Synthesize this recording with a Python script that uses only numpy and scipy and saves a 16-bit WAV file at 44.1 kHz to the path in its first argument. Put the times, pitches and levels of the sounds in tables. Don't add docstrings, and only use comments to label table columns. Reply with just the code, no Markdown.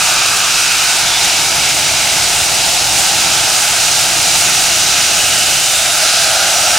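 import sys
import numpy as np
from scipy import signal
from scipy.fft import irfft, next_fast_len
from scipy.io import wavfile

SR = 44100
rng = np.random.default_rng(int(sys.argv[2]) if len(sys.argv) > 2 else 0)


def wav_record(signal):
    frames = np.transpose(np.atleast_2d(signal))
    bounded = np.clip(frames, -1, 1)
    quanta = np.round(bounded * 32767).astype(np.int16)
    wavfile.write(sys.argv[1], SR, quanta)


N = 298998
TIME = np.arange(N) / SR
FFT_SIZE = next_fast_len(N, True)
FREQS = np.maximum(np.arange(FFT_SIZE // 2 + 1) * SR / FFT_SIZE, 1)
STEP = 8
COARSE_TIME = np.arange(N // STEP + 2) * STEP / SR


def from_db(db):
    return 10 ** (np.asarray(db) / 20)


def unit_power(x):
    return x / np.sqrt(np.mean(np.abs(x) ** 2) + 1e-20)


def in_time(rows):
    times, *columns = np.transpose(rows)
    return [np.interp(TIME, times, column) for column in columns]


def at_hz(points, hz):
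    freqs, values = np.transpose(points)
    return np.interp(np.log(hz), np.log(freqs), values)


def share_below(edge_hz):
    return 1 / (1 + (FREQS / edge_hz) ** 12)


def eddies(width_hz, count=1):
    run_in, rate = len(COARSE_TIME) // 4, SR / STEP
    lowpass = signal.butter(3, np.clip(width_hz / 2, 1, rate / 4), fs=rate, output="sos")
    white = rng.standard_normal((2, count, len(COARSE_TIME) + run_in))
    real, imag = signal.sosfilt(lowpass, white)[..., run_in:]
    return np.array([unit_power(row) for row in real + 1j * imag])


def flutter(width_hz, depth_db):
    swing = unit_power(eddies(width_hz)[0].real)
    return np.interp(TIME, COARSE_TIME, from_db(depth_db * swing))


def spread(mid, side, hz, coherence):
    # (frequency [Hz], level [dB])
    balance = [(100, 1.4), (400, 0.7), (750, 1.5), (1400, -1), (2300, 0), (4000, -1.2), (8000, -1.5),
               (11000, -1.5), (13500, -.3)]
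    # (frequency [Hz], phase [rad])
    lead = [(50, .15), (350, 0.27), (700, .4), (1400, .13), (1900, .3), (2800, .1), (9000, .16),
            (15000, .05)]
    coherence = np.clip(coherence, -.999, .999)
    sign = np.array([[1], [-1]])
    pair = np.sqrt(1 + coherence) * mid + sign * np.sqrt(1 - coherence) * side
    return pair * from_db(sign * at_hz(balance, hz) / 2) * np.exp(1j * sign * at_hz(lead, hz) / 2)


def turbulence(gain):
    # (frequency [Hz], coherence [1])
    coherence = [(60, 0.88), (500, 0.9), (1780, 0.7), (2150, 0.84), (2500, 0.9), (2980, 0.79), (3280, 0.82),
                 (3900, 0.75), (7000, 0.82), (9500, 0.73), (10300, 0.37), (11800, .13), (14000, 0.74),
                 (15300, .95)]
    real, imag = rng.standard_normal((2, 2, len(FREQS)))
    mid, side = real + 1j * imag
    spectrum = spread(mid, side, FREQS, at_hz(coherence, FREQS)) * gain
    return unit_power(irfft(spectrum, FFT_SIZE)[:, :N])


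def resonance(hz, width_hz, coherence=1):
    carrier = np.exp(2j * np.pi * np.cumsum(hz * np.ones(N)) / SR)
    mid, side = eddies(width_hz, count=2)
    envelopes = spread(mid, side, np.mean(hz), coherence)
    return unit_power(np.array([(np.interp(TIME, COARSE_TIME, ear) * carrier).real for ear in envelopes]))


def exhaust(beats_hz, depth_db):
    # (time [s], relative level [dB])
    levels = [(0, -34.0), (0.8, -35.5), (1.6, -31), (3.3, -30.5), (3.7, -35), (4.15, -31), (5.4, -32.5),
              (5.9, -37), (6.78, -34.1)]
    # (frequency [Hz], relative level [dB])
    colour = [(15, -14), (30, -4), (45, -3.5), (80, 0.5), (150, 1.5), (200, -3.5), (245, -7), (320, -1.5),
              (420, -5), (520, -7), (700, 1.5), (1500, -51)]
    beat_count = np.cumsum(beats_hz * flutter(width_hz=1.4, depth_db=0.5)) / SR
    throb = from_db(depth_db * np.cos(2 * np.pi * beat_count))
    rumble = turbulence(from_db(at_hz(colour, FREQS)))
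    return from_db(in_time(levels)[0] + 2.0) * throb * rumble


def plume_roar(start_db, fade_db_per_s):
    return from_db(start_db - fade_db_per_s * TIME) * resonance(1240, width_hz=1090, coherence=0.74)


def jet_levels():
    # (time [s], rush level [dB], sizzle level [dB])
    levels = [(0, -19.5, -17), (1.3, -18.4, -17.5), (2.4, -19.5, -17.0), (3.0, -19, -16.5),
              (3.35, -18.9, -16.5), (4.0, -19, -16.5), (4.35, -18.5, -15), (5.0, -18.5, -17),
              (5.6, -19.5, -15), (6.25, -19, -17.6), (6.78, -19, -15.5)]
    rush_db, sizzle_db = in_time(levels)
    hiss_db = -16.5 + 0.63 * (rush_db - rush_db.mean())
    return rush_db, hiss_db, sizzle_db


def steam_jet():
    # (frequency [Hz], relative level [dB])
    jet_colour = [(1100, -18.5), (1800, -6.5), (2250, -2), (3300, -2.5), (4400, -2.5), (5500, -2),
                  (7000, -2), (8500, -4.5), (9600, -5), (10300, -9.5), (11500, -11.5), (13000, -15.5),
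                  (16000, -20.5)]
    colour = from_db(at_hz(jet_colour, FREQS))
    rush_db, hiss_db, sizzle_db = jet_levels()
    below_hiss, below_sizzle = share_below(edge_hz=3440), share_below(edge_hz=6300)
    rush = from_db(rush_db - 1.0) * turbulence(colour * np.sqrt(below_hiss))
    hiss = from_db(hiss_db) * turbulence(colour * np.sqrt(np.abs(below_sizzle - below_hiss)))
    sizzle = from_db(sizzle_db - 0.73) * turbulence(colour * np.sqrt(1 - below_sizzle))
    sizzle *= flutter(width_hz=100, depth_db=0.6)
    jet = sum(band * flutter(width_hz=9.4, depth_db=0.65) for band in (rush, hiss, sizzle))
    return jet * flutter(width_hz=10.3, depth_db=0.35)


def whistle():
    # (time [s], first's frequency [Hz], first's relative level [dB], second's [dB])
    low_modes = [(0, 794, -24.6, -22.5), (0.75, 790.5, -31, -22.5), (1.15, 818.4, -23, -25),
                 (2.1, 763, -25.5, -27.5), (2.85, 788, -24, -29), (3.3, 781, -24, -24.0),
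                 (4.15, 774.5, -24.4, -25), (4.9, 770, -27, -25), (5.25, 729, -25, -23.5),
                 (5.65, 728.5, -25.5, -26.5), (6.15, 719, -24.4, -22), (6.78, 739, -19.5, -20.5)]
    # (frequency [Hz], bandwidth [Hz], level re the driving eddies [dB])
    upper_modes = [(2751, 545, -6), (3882, 520, -10.5), (4937, 390, -10.5), (5883, 420, -10),
                   (6900, 560, -11.5), (8100, 440, -14), (9400, 640, -21), (10700, 520, -21),
                   (14650, 600, -27)]
    first_hz, first_db, second_db = in_time(low_modes)
    bell = from_db(first_db - 0.96) * resonance(first_hz, width_hz=262)
    bell += from_db(second_db - 0.85) * resonance(1430, width_hz=384)
    bell *= flutter(width_hz=6.5, depth_db=0.5)
    drive_db = jet_levels()
    for hz, width_hz, level_db in upper_modes:
        band = np.searchsorted([3400, 6500], hz)
        bell += from_db(drive_db[band] + level_db) * resonance(hz, width_hz)
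    return bell


def whistle_flares():
    # (centre time [s], half length [s], frequency [Hz], glide [Hz/s], bandwidth [Hz], level [dB])
    flares = [(0.196, 0.31, 1210, 2, 190, -28.5), (.35, 0.454, 2540, 101, 360, -23.5),
              (1.13, 0.065, 3550, -1, 350, -24), (1.5, 0.73, 2250, -150, 280, -28),
              (3.36, .06, 3150, 5000, 700, -25), (4.847, 0.44, 6750, -1, 450, -27.5),
              (4.7, 0.46, 5920, 0, 300, -27.5), (5.42, .28, 2925, -0.5, 290, -24),
              (5.818, .14, 3680, 500, 260, -24), (6.08, 0.08, 5040, 0.5, 350, -23),
              (6.1, .25, 10160, 0, 1400, -28.5), (6.241, .2, 4110, 400, 300, -25),
              (6.64, 0.12, 5750, 1, 500.2, -21.5), (6.597, .7, 697, -1.5, 129, -29.3)]
    bell = np.zeros((2, N))
    for centre_s, half_s, hz, glide, width_hz, level_db in flares:
        envelope = 1 / np.sqrt(1 + ((TIME - centre_s) / half_s) ** 12)
        gliding_hz = hz + glide * np.clip(TIME - centre_s, -half_s, half_s)
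        bell += from_db(level_db) * envelope * resonance(gliding_hz, width_hz)
    return bell


def scene():
    background = exhaust(beats_hz=15.0, depth_db=0.5) + plume_roar(start_db=-26.3, fade_db_per_s=0.7)
    return background + steam_jet() + whistle() + whistle_flares()


def record(dry):
    cutoff_hz = 15780
    lowpass = signal.ellip(12, .1, 70, cutoff_hz, fs=SR, output="sos")
    return signal.sosfilt(lowpass, np.clip(dry, -1, 1))


dry = scene()
out = record(dry)
wav_record(out)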